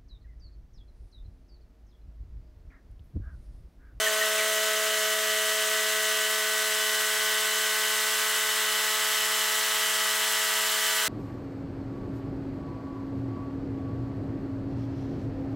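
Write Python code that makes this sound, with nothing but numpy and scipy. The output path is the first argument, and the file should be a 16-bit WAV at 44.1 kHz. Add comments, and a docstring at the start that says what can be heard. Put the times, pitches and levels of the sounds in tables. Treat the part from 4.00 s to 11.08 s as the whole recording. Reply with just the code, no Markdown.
"""A band sawmill rips along a log outdoors, a few metres from the microphone and nearly straight ahead.
Its engine hunts slightly around the governed speed under load: a buzzing stack of firing orders with
clatter on every pulse, ticking valves and whining belt-driven parts. The blade hisses in the cut, with
thin peaks in the hiss, and squeaks three times, while the creeping carriage shifts the engine's echo.
A faint low hum dies away in the first seconds."""
import sys
import numpy as np
from scipy import signal
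from scipy.fft import rfft, irfft, next_fast_len
from scipy.io import wavfile

SR = 44100
rng = np.random.default_rng(int(sys.argv[2]) if len(sys.argv) > 2 else 0)


def transcribe(signal):
    """Save signal, clipped to [-1, 1], as a 16-bit WAV file at the path in sys.argv[1]."""
    frames = np.atleast_2d(signal).T
    limited = np.clip(frames, -1, 1)
    pcm = np.round(limited * 32767).astype(np.int16)
    wavfile.write(sys.argv[1], SR, pcm)


N = 312228
T = np.arange(N) / SR

# Governed engine speed, sagging as the blade bites near 3 s. Each row: seconds, firings per second.
ENGINE_SPEED = [(0, 107.65), (.6, 107.8), (1.15, 107.58), (1.6, 107.7), (2.65, 107.7), (2.95, 107.35),
                (3.5, 107.78), (4.35, 107.82), (4.7, 107.6), (6.1, 107.68), (7.08, 107.6)]
# The engine's tone; even orders lead. Each row: multiple of the firing rate, relative level in dB.
FIRING_ORDERS = [(1, -54), (2, -20.5), (3, -41), (4, -4.5), (5, -22), (6, -3), (7, -23.5), (8, -13),
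                 (9, -13), (10, -9.5), (11, -9), (12, -7), (13, -21), (14, -2.5), (15, -10), (16, -8),
                 (17, -11), (18, -0.96), (19, -17), (20, -10.5), (21, -14.5), (22, -34), (23, -17),
                 (24, -12.5), (25, -14), (26, -9), (27, -10.5), (28, -2.5), (29, -43), (30, -6),
                 (31, -19.5), (32, -13), (33, -16), (34, -11), (35, -21), (36, -18), (37, -16), (38, -11),
                 (39, -28), (40, -41), (41, -19), (42, -18.5), (43, -19), (44, -30), (45, -16), (46, -22),
                 (47, -22.5), (48, -17), (49, -14.5), (50, -17)]
# Orders that beat with their echo from ground and trailer. Each row: order, echo strength from 0 to 1,
# time in seconds at which the two are in step, trend in dB per second.
ORDER_ECHOES = [(4, .4, -1.1, .1), (5, .5, 6.5, -.4), (6, .4, -.8, -1.2), (8, .7, 5.4, .1),
                (9, .15, .9, 1.1), (10, .4, 4.3, -.6), (11, .1, 2.1, .5), (12, .35, .6, -.1),
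                (14, .3, 3.3, -.7), (16, .15, 1.8, .1), (18, .05, 1.9, -.35)]
# The cut's hiss grows slowly louder; the clatter steps up near 3 s.
# Each row: time in seconds, clatter level in dB, cut level in dB, both before their trims.
LOAD_LEVELS = [(0, -32.5, -33.5), (1.1, -33, -32.5), (2.7, -33.2, -31.5), (3.05, -32, -31.5),
               (7.08, -31.5, -29.5)]
# Colour of the engine's knocks. Each row: frequency in Hz, relative density in dB.
CLATTER_SPECTRUM = [(30, -39), (130, -36.5), (250, -28), (400, -15.5), (520, -16), (720, -12.5), (950, -8),
                    (1200, -2.5), (1600, 0.3), (2000, -1.5), (2500, -4), (3100, 0), (3800, -2),
                    (6000, -12.5)]
# Colour of the teeth in the cut. Each row: frequency in Hz, relative density in dB.
HISS_SPECTRUM = [(1500, -35), (3300, -33), (4400, -8.5), (5700, -1), (6600, -1.5), (7700, 2), (9000, -2.5),
                 (11000, -7.5), (12200, -4), (13600, -5.5), (14800, -14), (16000, -5.5)]
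# Narrow peaks colouring the hiss. Each row: pitch in Hz, width in Hz, first and last level in dB.
HISS_PEAKS = [(470, 6.7, -68, -64), (3020, 86, -52.5, -50), (4500, 69, -67, -46.5), (5260, 72, -50.5, -46),
              (6120, 100, -44, -47), (6800, 32, -43, -53), (7840, 320, -49, -55), (11950, 230, -59, -50),
              (14150, 200, -53, -55), (14900, 200, -50, -50)]
# Slips of the band. Each row: midpoint in seconds, length in seconds, start and end pitch in Hz,
# level in dB, roughness in radians.
BLADE_SQUEAKS = [(0.074, 0.037, 1890, 1740, -24.5, 0.84), (0.219, .044, 1880, 1840, -28, .5),
                 (0.397, .1, 3150, 1406, -34, 1.7)]
# Colour of the valve ticks. Each row: frequency in Hz, relative density in dB.
TICK_SPECTRUM = [(3000, -22), (6500, -2), (8000, 0), (9000, 5), (10000, 5.5), (11000, 3), (12500, -5),
                 (13700, -15), (15000, -16)]
# Belt-driven parts. 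Each row: multiple of the firing rate, slip in radians, level in dB at the start,
# the middle and the end.
BELT_WHINES = [(18.71, .5, -44.5, -40.7, -43.5), (38.17, 1.2, -58, -50, -49),
               (56.97, .9, -43.5, -53.5, -68)]
# Stereo width: almost mono at 1-2 kHz, wider in the treble. Each row: frequency in Hz, side over mid in dB.
STEREO_WIDTH = [(100, -35), (215, -55), (430, -26.5), (650, -14.5), (1000, -66.5), (1800, -55), (3000, -23),
                (4500, -10.5), (15000, -10.4)]


def crank_turns(hunt_hz=5.3, first_depth=0.15, last_depth=0.044, wander_hz=1.6):
    """Counts firings; the governor hunts about its speed (depth in firings per second) and settles."""
    angle = 2 * np.pi * hunt_hz * T
    hunt = drift(wander_hz) * np.cos(angle) + drift(wander_hz) * np.sin(angle)
    firing_hz = curves(ENGINE_SPEED)[0] + np.linspace(first_depth, last_depth, N) * hunt
    return np.cumsum(firing_hz) / SR


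def engine_tone(turns, stack_db=-37, fade_db=0.63, flutter=0.16, uneven=0.079, skew=0.17):
    """Two smeared pulses a firing, locked to the crank; low orders swell, high ones flutter most."""
    echoes = {order: echo for order, *echo in ORDER_ECHOES}
    strength = uneven * drift(51)  # no two firings are equally hard
    out = np.zeros((2, N))
    for order, db in FIRING_ORDERS:
        hz = order * ENGINE_SPEED[0][1]
        swell_db = echo_swell_db(hz, *echoes[order]) if order in echoes else fade_db * drift(3.6)
        flicker = 1 + order / 20 * (strength + flutter * drift(12.5))
        amplitude = np.sqrt(2) * gain_of(stack_db + db + swell_db) * flicker
        # the casing delays the treble; only the even orders keep in step
        smear = .02 * order ** 2 + (np.pi if order % 2 else .75) * rng.standard_normal()
        angle = 2 * np.pi * order * turns - smear + order / 20 * flutter * drift(16)
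        # echoes reach the two sides of the microphone out of step
        out += amplitude * paired(np.cos(angle), np.cos(angle + skew * order), hz)
    return out


def echo_swell_db(hz, strength, crest_s, trend_db_per_s, path_m_per_s=.052, sound_m_per_s=343):
    """Tone and echo add and cancel: one swell for each wavelength the carriage shifts the echo's path."""
    wavelengths = path_m_per_s * (T - crest_s) * hz / sound_m_per_s
    depth = np.clip(2 * strength / (1 + strength ** 2), 0, .98)
    return 10 * np.log10(1 + depth * np.cos(2 * np.pi * wavelengths)) + trend_db_per_s * (T - T.mean())


def engine_clatter(turns, level_db, trim_db=1, steady=1, decay=0.27, lag=.33, uneven_db=-0.1):
    """Two noisy knocks to a firing over a steady rush, each followed by a reflection."""
    power = steady + puffs(2 * turns, decay) + puffs(2 * turns - lag, decay)
    envelope = np.sqrt(power) * gain_of(uneven_db * drift(46))
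    return gain_of(level_db + trim_db) * stereo_noise(envelope, CLATTER_SPECTRUM)


def cut_hiss(level_db, trim_db=-1, grain_db=0.72):
    """Teeth tear through uneven grain and spray sawdust."""
    grain = gain_of(grain_db * drift(49))
    return gain_of(level_db + trim_db) * stereo_noise(grain, HISS_SPECTRUM)


def hiss_peaks():
    """Narrow bands of noise colour the hiss, some growing and some fading over time."""
    out = np.zeros((2, N))
    for hz, width_hz, first_db, last_db in HISS_PEAKS:
        peak = signal.iirpeak(hz, hz / width_hz, fs=SR)
        mid, side = signal.lfilter(*peak, rng.standard_normal((2, N)))
        out += gain_of(np.linspace(first_db, last_db, N)) * evened(paired(mid, side, hz))
    return out


def blade_squeaks():
    """The band sticks and slips for an instant: short, rough, falling tones."""
    out = np.zeros(N)
    for middle_s, length_s, start_hz, end_hz, db, roughness in BLADE_SQUEAKS:
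        progress = np.clip((T - middle_s) / length_s + .5, 0, 1)
        hz = start_hz + (end_hz - start_hz) * progress
        angle = 2 * np.pi * np.cumsum(hz) / SR + roughness * drift(90)
        out += gain_of(db) * np.sqrt(2) * np.sin(np.pi * progress) ** 2 * np.sin(angle)
    return out


def valve_ticks(turns, first_db=-41, last_db=-42, decay=0.066, between=0.41, uneven_db=2):
    """A sharp metallic tick on each firing and a weaker one between: a thin sizzle."""
    power = puffs(turns, decay) + between * puffs(turns - .5, decay)
    level_db = np.linspace(first_db, last_db, N) + uneven_db * drift(50)
    return gain_of(level_db) * stereo_noise(np.sqrt(power), TICK_SPECTRUM)


def tick_ring(turns, first_hz=8350, last_hz=7400, width_hz=600, first_db=-43.5, last_db=-47, decay=0.056):
    """Each main tick rings a thin metal note, whose brightest part sinks as the carriage moves."""
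    strikes = rng.standard_normal((2, N)) * np.sqrt(puffs(turns, decay))
    ring = signal.lfilter(*signal.butter(2, width_hz / 2, fs=SR), strikes)
    hz = np.linspace(first_hz, last_hz, N)
    mid, side = ring * np.cos(2 * np.pi * np.cumsum(hz) / SR)
    return gain_of(np.linspace(first_db, last_db, N)) * evened(paired(mid, side, first_hz))


def belt_whines(turns, shimmer_db=1.5):
    """Belt-driven parts whine between the engine orders, following its speed but slipping a little."""
    out = np.zeros(N)
    for ratio, slip, *levels_db in BELT_WHINES:
        level_db = np.interp(T, [0, T[-1] / 2, T[-1]], levels_db) + shimmer_db * drift(18)
        out += gain_of(level_db) * evened(np.sin(2 * np.pi * ratio * turns + slip * drift(8.5)))
    return out


def fading_hum(level_db=-50, fade_s=1.3, rest_hz=571, sag_hz=26, sag_s=.35, lower_db=-17, waver=0.46):
    """A wavering tone over a faint lower octave sags in pitch and dies away, 10 dB down after fade_s."""
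    hz = rest_hz + sag_hz * np.exp(-T / sag_s)
    angle = 2 * np.pi * np.cumsum(hz) / SR + waver * drift(12)
    tone = np.sin(angle) + gain_of(lower_db) * np.sin(angle / 2)
    return gain_of(level_db - 10 * (T / fade_s) ** 2) * evened(tone)


def puffs(turns, decay):
    """Power of a burst that starts on each whole turn and dies within a share of it; mean one."""
    power = np.exp(-(turns % 1) / decay)
    return power / power.mean()


def stereo_noise(envelope, spectrum):
    """Noise shaped in time, then coloured; rms one."""
    size = next_fast_len(N, True)
    hz = np.fft.rfftfreq(size, 1 / SR)
    mid, side = rfft(rng.standard_normal((2, N)) * envelope, size)
    coloured = paired(mid, side, hz) * gain_at(spectrum, hz)
    return evened(irfft(coloured, size)[:, :N])


def paired(mid, side, hz):
    """Left and right from mid and side; the two grow less alike in the treble."""
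    side = side * gain_at(STEREO_WIDTH, hz)
    return np.array([mid + side, mid - side])


def drift(rate_hz, points=4096, points_per_s=400):
    """Smooth random motion of rms about one, no faster than about the given rate."""
    hz = np.fft.rfftfreq(points, 1 / points_per_s)
    slow = irfft(rfft(rng.standard_normal(points)) / (1 + (hz / rate_hz) ** 4))
    return np.interp(T, np.arange(points) / points_per_s, evened(slow))


def curves(rows):
    """Each column of a timed table, at every sample."""
    seconds, *columns = np.transpose(rows)
    return [np.interp(T, seconds, column) for column in columns]


def gain_at(spectrum, hz):
    """Amplitude from a dB table joined by straight lines over log frequency."""
    table_hz, db = np.transpose(spectrum)
    return gain_of(np.interp(np.log(hz + 1), np.log(table_hz + 1), db))


def gain_of(db):
    """Decibels to amplitude."""
    return 10 ** (np.asarray(db) / 20)


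def evened(x):
    """Scales to an rms of one."""
    return x / np.sqrt(np.mean(x ** 2) + 1e-20)


def scene():
    """Engine and blade in the open air, a few metres off and nearly straight ahead."""
    turns = crank_turns()
    clatter_db, cut_db = curves(LOAD_LEVELS)
    engine = engine_tone(turns) + engine_clatter(turns, clatter_db) + belt_whines(turns)
    valves = valve_ticks(turns) + tick_ring(turns)
    blade = cut_hiss(cut_db) + hiss_peaks() + blade_squeaks()
    return engine + valves + blade + fading_hum()


def record(dry, edge_hz=15850):
    """The recorder's band limit cuts off the highest treble."""
    taps = signal.firwin(1023, edge_hz, window=("kaiser", 9), fs=SR)
    return signal.oaconvolve(dry, taps[None], "same")


dry = scene()
out = record(dry)
transcribe(out)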